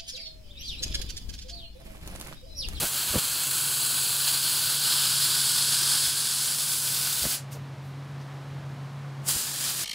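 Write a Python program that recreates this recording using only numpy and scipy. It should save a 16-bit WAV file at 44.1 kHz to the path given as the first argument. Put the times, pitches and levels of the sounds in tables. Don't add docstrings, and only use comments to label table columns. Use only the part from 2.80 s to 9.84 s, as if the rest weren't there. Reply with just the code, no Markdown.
import sys
import numpy as np
from scipy import signal
from scipy.fft import rfft, irfft, next_fast_len
from scipy.io import wavfile
from scipy.ndimage import map_coordinates

SR = 44100
rng = np.random.default_rng(int(sys.argv[2]) if len(sys.argv) > 2 else 0)


def nominal_scale(level):
    x = np.asarray(level, float) / 20
    return 10 ** x


def put_to_file(sound):
    columns = np.atleast_2d(sound).T
    safe = np.clip(columns, -1, 1)
    whole_steps = np.round(safe * 32767)
    wavfile.write(sys.argv[1], SR, whole_steps.astype(np.int16))


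N = 310464
PAUSE_S = 5.5


def unit(x):
    return x / np.sqrt(np.mean(x ** 2) + 1e-20)


def along(points, hz):
    f, v = np.transpose(points)
    return np.interp(np.log(hz + 1), np.log(f + 1), v)


def curves(rows, t):
    s, *cols = np.transpose(rows)
    return [np.interp(t, s, c) for c in cols]


def bumps(rows, t):
    return sum(db * np.exp(-.5 * ((t - s) / half_s) ** 2) for s, db, half_s in rows)


def wobble(rate_hz):
    knots = rng.standard_normal(int(N * rate_hz / SR) + 4)
    return map_coordinates(knots, [np.arange(N) * rate_hz / SR])


def coloured(x, gain):
    hz, t, z = signal.stft(x, SR, nperseg=1024)
    g = gain(hz[:, None], t)
    return unit(signal.istft(z * g / np.linalg.norm(g, axis=0), SR, nperseg=1024)[1][:N])


def steady(spectrum):
    m = next_fast_len(N)
    gain = nominal_scale(along(spectrum, np.fft.rfftfreq(m, 1 / SR)))
    return unit(irfft(rfft(rng.standard_normal(m)) * gain, m)[:N])


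def plasma(drops_hz, flare_s, flare_db, sparks_hz, sparks_db, flicker_db):
    chance = rng.random((4, N))
    drops = (chance[0] < drops_hz / SR) * -np.log(chance[1])
    flare = signal.lfilter([1], [1, -np.exp(-1 / (flare_s * SR))], drops)
    hiss = unit((1 + nominal_scale(flare_db) * flare) * rng.standard_normal(N))
    sparks = unit((chance[2] < sparks_hz / SR) * np.log(chance[3]) * rng.choice([-1, 1], N))
    return nominal_scale(flicker_db * wobble(25)) * (hiss + nominal_scale(sparks_db) * sparks)


# (frequency [Hz], t60 [s])
WALL_DECAY = [(200, 1), (2000, 1), (6000, 0.51), (15000, 0.36)]


def walls(x, size=8192):
    out = np.zeros(N + SR)
    for start in range(0, N, size):
        hz, t, z = signal.stft(rng.standard_normal(SR // 4), SR, nperseg=256)
        decay = nominal_scale(-60 * t / along(WALL_DECAY, hz)[:, None])
        tail = signal.istft(z * decay, SR, nperseg=256)[1]
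        answer = signal.fftconvolve(x[start:start + size], tail / np.linalg.norm(tail))
        out[start:start + len(answer)] += answer
    return out[:N]


# (time [s], share of the way [0-1], comb depth [ratio], arm shade [dB])
TRAVEL = [
    (0, 0, 0.63, 1),
    (.6, 0.1, 0.8, 1.5),
    (1, 0.2, 0.98, 2.5),
    (2, 0.63, 0.89, 2.5),
    (2.6, 0.88, 0.91, 5),
    (3, 0.95, 0.86, 8),
    (3.6, 0.9, 0.77, 8.5),
    (4.15, 0.86, 0.68, 0.5),
    (4.7, 0.5, 0.51, 4),
]


def comb(rows, far):
    hz0, db0, hz1, db1 = np.transpose(rows)

    def slid(share, depth):
        return np.transpose([hz0 + share * (hz1 - hz0), depth * (db0 + share * (db1 - db0))])

    def at(hz, s):
        return along(far if s > PAUSE_S else slid(*curves(TRAVEL, s)[:2]), hz)

    return lambda hz, t: np.hstack([at(hz, s) for s in t])


# (time [s], arc power [dB], fullness of the puddle [dB])
FIRST_WELD = [(0, -28.5, -7.5), (.2, -30.5, -3.5), (.44, -30.5, -4.5), (.85, -29, -5), (1.02, -28.5, -4.5),
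              (1.39, -28.5, -3), (1.48, -28.5, -2.5), (1.95, -29, -1), (2.06, -28.5, 0), (3.26, -28, -1.5),
              (3.33, -30.5, -2), (3.75, -30, -3.5), (4, -30, -6), (4.26, -30, -4.5), (4.552, -30.5, -6)]


def shadow_db(hz, t):
    share, _, shade_db = curves(TRAVEL, t)
    notch_hz = 11200 + share * (12900 - 11200)
    notch_db = shade_db * np.exp(-.5 * ((hz - notch_hz) / 500) ** 2)
    top_db = (0.42 * shade_db - 1) * np.clip((hz - 11000) / 1500, 0, 1)
    dulls_db_per_khz = 28 * np.clip(t - FIRST_WELD[-1][0], 0, .2)
    loss_db = notch_db + top_db + dulls_db_per_khz * hz / 1000
    return -loss_db * (t < PAUSE_S)


# (frequency [Hz], density [dB/Hz], frequency [Hz], density [dB/Hz])
FIZZ = [(4500, -25, 2800, -38), (5800, -20, 6130, -8), (6330, -6, 7100, -5.5), (6940, -7.5, 8000, 0),
        (7500, 2, 9040, -2.5), (8900, -5, 8700, -8), (9660, 1.5, 10200, -0.5), (10900, -2.5, 11000, 1),
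        (11800, -6, 10000, -5), (13000, -8, 12800, -9.5), (14000, -3.5, 13300, -3), (15000, -10, 14400, -7),
        (16000, -7.5, 14600, -12.5)]
# (frequency [Hz], density [dB/Hz])
FIZZ_FAR = [(3410, -18.5), (5800, -9), (7130, -1.5), (9000, -2), (9930, -0.5), (11100, -5), (14300, -7),
            (15600, -10)]


def fizz(source):
    echoes = comb(FIZZ, FIZZ_FAR)
    return coloured(source, lambda hz, t: nominal_scale(echoes(hz, t) + shadow_db(hz, t)))


# (frequency [Hz], density [dB/Hz], frequency [Hz], density [dB/Hz])
SIZZLE = [(1780, -41, 1550, -45), (2230, -19, 2210, -20), (2500, -10, 2760, -13), (3150, -4, 3350, -3),
          (3860, -8.5, 3820, -4.5), (4020, 2, 4150, -1), (4670, -1, 4990, -0.5), (5230, -12, 5420, -8),
          (6000, -20, 5870, -24.5), (7200, -40, 15000, -39)]
# (frequency [Hz], density [dB/Hz])
SIZZLE_FAR = [(1210, -21), (2050, -15.5), (3250, -3), (3690, -6), (4020, -2), (4430, -5), (4750, 0),
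              (5800, -11.5), (7540, -17), (12800, -120)]


def sizzle(source):
    echoes = comb(SIZZLE, SIZZLE_FAR)
    return coloured(source, lambda hz, t: nominal_scale(echoes(hz, t)))


# (frequency [Hz], density [dB/Hz])
BODY = [(120, -17), (200, -22.5), (350, -15), (550, -20.5), (800, -13), (1100, -6), (1300, -7), (1500, 1),
        (1680, -5.5), (2000, -20.5), (2500, -26)]


def body(source):
    def pitch(t):
        return np.where(t < PAUSE_S, 1 + 0.037 * (curves(TRAVEL, t)[0] - .5), 1.06)

    return coloured(source, lambda hz, t: nominal_scale(along(BODY, hz / pitch(t))))


def burn(rows, t):
    strike_db_per_s, snuff_db_per_s, snuff_db, snuff_s = 798, 327, 2, 0.025
    power_db, full_db = curves(rows, t)
    early = np.clip(rows[0][0] - t, 0, None)
    late = np.clip(t - rows[-1][0], 0, None)
    fall_db = strike_db_per_s * early + snuff_db_per_s * late + snuff_db * (1 - np.exp(-late / snuff_s))
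    return power_db - fall_db, full_db


# (time [s], arc power [dB], fullness of the puddle [dB])
SECOND_WELD = [
    (6.462, -41, -10),
    (6.488, -26, -8.5),
    (6.53, -30.5, -7.5),
    (6.61, -30.5, -7),
    (6.64, -34, -4.5),
    (6.72, -36, -5.5),
    (6.82, -34, -6),
    (6.898, -30.5, -2),
    (7.04, -33, -4.5),
]
# (time [s], change [dB], half length [s])
SURGES = [(.11, -5, 0.022), (.26, -3, 0.014), (.39, 5.5, 0.0063), (.698, -2.8, 0.021), (.743, 1.5, 0.016),
          (1.16, 0, 0.01), (1.387, -2.5, 0.012), (1.482, 4.5, 0.009), (1.545, 2.5, 0.0098),
          (1.611, -2.6, 0.012), (1.67, 0.5, .015), (1.77, 1.5, 0.01), (1.99, -3, 0.022), (2.15, 0.5, 0.018),
          (2.25, 2.5, .015), (2.37, -2, 0.012), (2.454, 0.5, 0.011), (2.74, -2, 0.011), (2.87, -1.5, .03),
          (3.138, 1.9, 0.02), (3.2, -1, .015), (3.258, 1.7, 0.01), (3.342, -1.5, 0.024),
          (3.766, -3.5, 0.014), (3.858, -3.5, .008), (4.006, -2.5, 0.017), (4.075, 1.5, 0.011),
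          (4.25, 1.5, .02), (6.84, 2.5, .015), (6.945, -6.5, 0.032)]


def arc():
    t = np.arange(N) / SR
    power_db, full_db = np.where(t < PAUSE_S, burn(FIRST_WELD, t), burn(SECOND_WELD, t))
    surge_db = bumps(SURGES, t)
    source = plasma(drops_hz=300, flare_s=0.0018, flare_db=-16.5,
                    sparks_hz=8000, sparks_db=-11, flicker_db=0.28)
    source = source + nominal_scale(-11) * walls(source)
    fizz_db = 1.5 + 0.46 * surge_db
    sizzle_db = full_db + surge_db
    body_db = -10.5 - 0.43 * t + 0.82 * full_db + 1.17 * surge_db
    ranges = nominal_scale(fizz_db) * fizz(source) + nominal_scale(sizzle_db) * sizzle(source) + nominal_scale(body_db) * body(source)
    return nominal_scale(power_db) * ranges


# (time [s], gain [dB])
GAIN = [(0, -7), (.55, -8.5), (.7, -5.5), (2, -4.5), (3.2, -4), (3.4, -6), (4.2, -3.5), (4.54, -6.5),
        (4.6, -3), (4.72, -.5), (5.4, 0), (6.5, 0.5), (6.61, -11), (6.7, -4), (7.04, -5.5)]
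# (time [s], change [dB])
HUM_DIPS = [(.1, -11), (.64, -1), (1.083, 1), (1.716, -12), (2.689, -13), (2.769, -17), (3.278, -20),
            (3.49, -3), (3.677, -13), (3.87, -12), (4.415, -10), (4.958, -16), (5.285, -9), (5.5, -7),
            (5.6, -5), (5.812, -6), (6.454, -13), (6.56, -9), (6.78, -10)]


def hum():
    t = np.arange(N) / SR
    dips_db = bumps([(s, dip_db, 0.0063) for s, dip_db in HUM_DIPS], t)
    db = -38.5 + 1.94 * curves(GAIN, t)[0] + dips_db
    phase = 2 * np.pi * np.cumsum(138.1 + 1.22 * wobble(20)) / SR
    flutter_db = 1 * wobble(25)
    return np.sqrt(2) * nominal_scale(db + flutter_db) * np.sin(phase)


# (frequency [Hz], density [dB/Hz])
AIR = [(110, -18), (170, -3.5), (280, -5.5), (390, -11), (730, -10), (850, -11), (1010, -11), (1900, -17),
       (2600, -21), (4000, -23.5), (6000, -30), (9000, -35.5), (12000, -39), (16000, -47)]
# (frequency [Hz], density [dB/Hz])
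RUMBLE = [(20, -50), (35, -33), (60, -16), (95, 7.5), (120, 8.5), (170, 3), (230, -33.5), (300, -120)]


def shop():
    air = nominal_scale(-46.5 + 0.23 * wobble(4.8)) * steady(AIR)
    rumble = nominal_scale(-49.5 + 1.8 * wobble(4.5)) * steady(RUMBLE)
    return nominal_scale(curves(GAIN, np.arange(N) / SR)[0]) * (air + rumble)


# (time [s], level [dB], half length [s], top frequency [Hz])
PUFFS = [(0.004, -36, 0.0065, 130), (0.035, -33, 0.017, 690), (.062, -38, 0.0061, 60),
         (0.309, -36, .009, 80), (0.344, -32.5, 0.0081, 700), (.36, -21.5, 0.0036, 400),
         (.362, -33.5, .014, 1100), (0.363, -24.5, 0.0095, 79.5), (0.381, -27, 0.0043, 70),
         (0.384, -38, 0.005, 800), (0.517, -49, .012, 60), (3.28, -43, 0.0074, 59.9),
         (4.43, -37, 0.01, 70.2), (4.444, -36, 0.0049, 500), (4.455, -33, 0.0043, 800),
         (4.462, -32.5, 0.0065, 300), (4.467, -34, 0.0025, 130), (4.474, -43, 0.0036, 70),
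         (6.562, -36.5, .008, 111.4)]


def puffs():
    out = np.zeros(N + SR)
    t = np.arange(-4096, 4096) / SR
    f = np.fft.rfftfreq(len(t), 1 / SR)
    for s, db, half_s, top_hz in PUFFS:
        colour = f / (f + 25) / (1 + (f / top_hz) ** 2)
        gust = irfft(rfft(rng.standard_normal(len(t))) * colour)
        swell = np.exp(-.5 * (t / half_s) ** 2)
        rms = np.sqrt(np.sum((swell * gust) ** 2) / np.sum(swell ** 2))
        out[round(s * SR):][:len(t)] += nominal_scale(db) * swell * gust / rms
    return out[4096:][:N]


# (time [s], level [dB], rise [s], centre [Hz], width [Hz])
TICKS = [
    (4.73, -45.5, 0.0099, 9700, 13000),
    (4.738, -50, 0.015, 5000, 5000),
    (4.758, -47, .01, 503, 250.7),
    (5.07, -65, .025, 11000, 9000),
    (5.31, -73, .01, 11000, 8000),
    (5.415, -58, .008, 5200, 2500),
]


def ticks():
    t = np.arange(N) / SR
    out = np.zeros(N)
    for s, db, rise_s, hz, width_hz in TICKS:
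        band = steady([(max(hz - width_hz, 200), -25), (hz - width_hz / 3, 0),
                       (hz + width_hz / 3, 0), (hz + width_hz, -25)])
        u = (t - s) / rise_s
        swell = np.where(u < 0, np.exp(-.5 * u ** 2), np.exp(-np.abs(u) / 2.0))
        out += nominal_scale(db) * swell * band
    return out


def scene():
    return np.tile(arc() + hum() + shop() + puffs() + ticks(), (2, 1))


def band_limit(x):
    return signal.sosfilt(signal.butter(12, 16090, fs=SR, output="sos"), x)


# (time [s], low edge [Hz], high edge [Hz])
LOOSE_BANDS = [(4.1, 14500, 15700), (6.37, 13100, 15700), (0.104, 6200, 7620), (0.107, 11060, 12440),
               (1.036, 6800, 8350), (3.685, 6890, 8260), (3.73, 8870, 10420), (3.73, 13690, 15240),
               (3.904, 4600, 8310), (4.169, 7570, 9000), (5.82, 7530, 9680), (6.145, 4560, 5770),
               (6.307, 4170, 5720), (6.307, 10980, 12480), (6.632, 4560, 5770), (6.634, 9600, 11750),
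               (6.634, 13130, 14470), (6.796, 11620, 13170), (6.956, 11670, 13820), (6.957, 6890, 9640)]


def record(dry):
    dry = signal.sosfilt(signal.butter(2, 36, "high", fs=SR, output="sos"), dry)
    hz, t, z = signal.stft(dry, SR, nperseg=1024)
    loose = np.zeros(z.shape[1:])
    for s, low_hz, high_hz in LOOSE_BANDS:
        in_band = (hz > low_hz) & (hz < high_hz)
        loose += np.outer(in_band, np.clip(1.6 - abs(t - s) / 0.0081, 0, 1))
    turn = np.exp(2j * np.pi * np.clip(loose, 0, 1) * (rng.random(z.shape) - .5))
    passed = (hz < 15760)[:, None]
    wide = signal.istft(z * turn * nominal_scale(3.3 * loose) * passed, SR, nperseg=1024)[1][:, :N]
    return band_limit(wide)


dry = scene()
out = record(dry)
put_to_file(out)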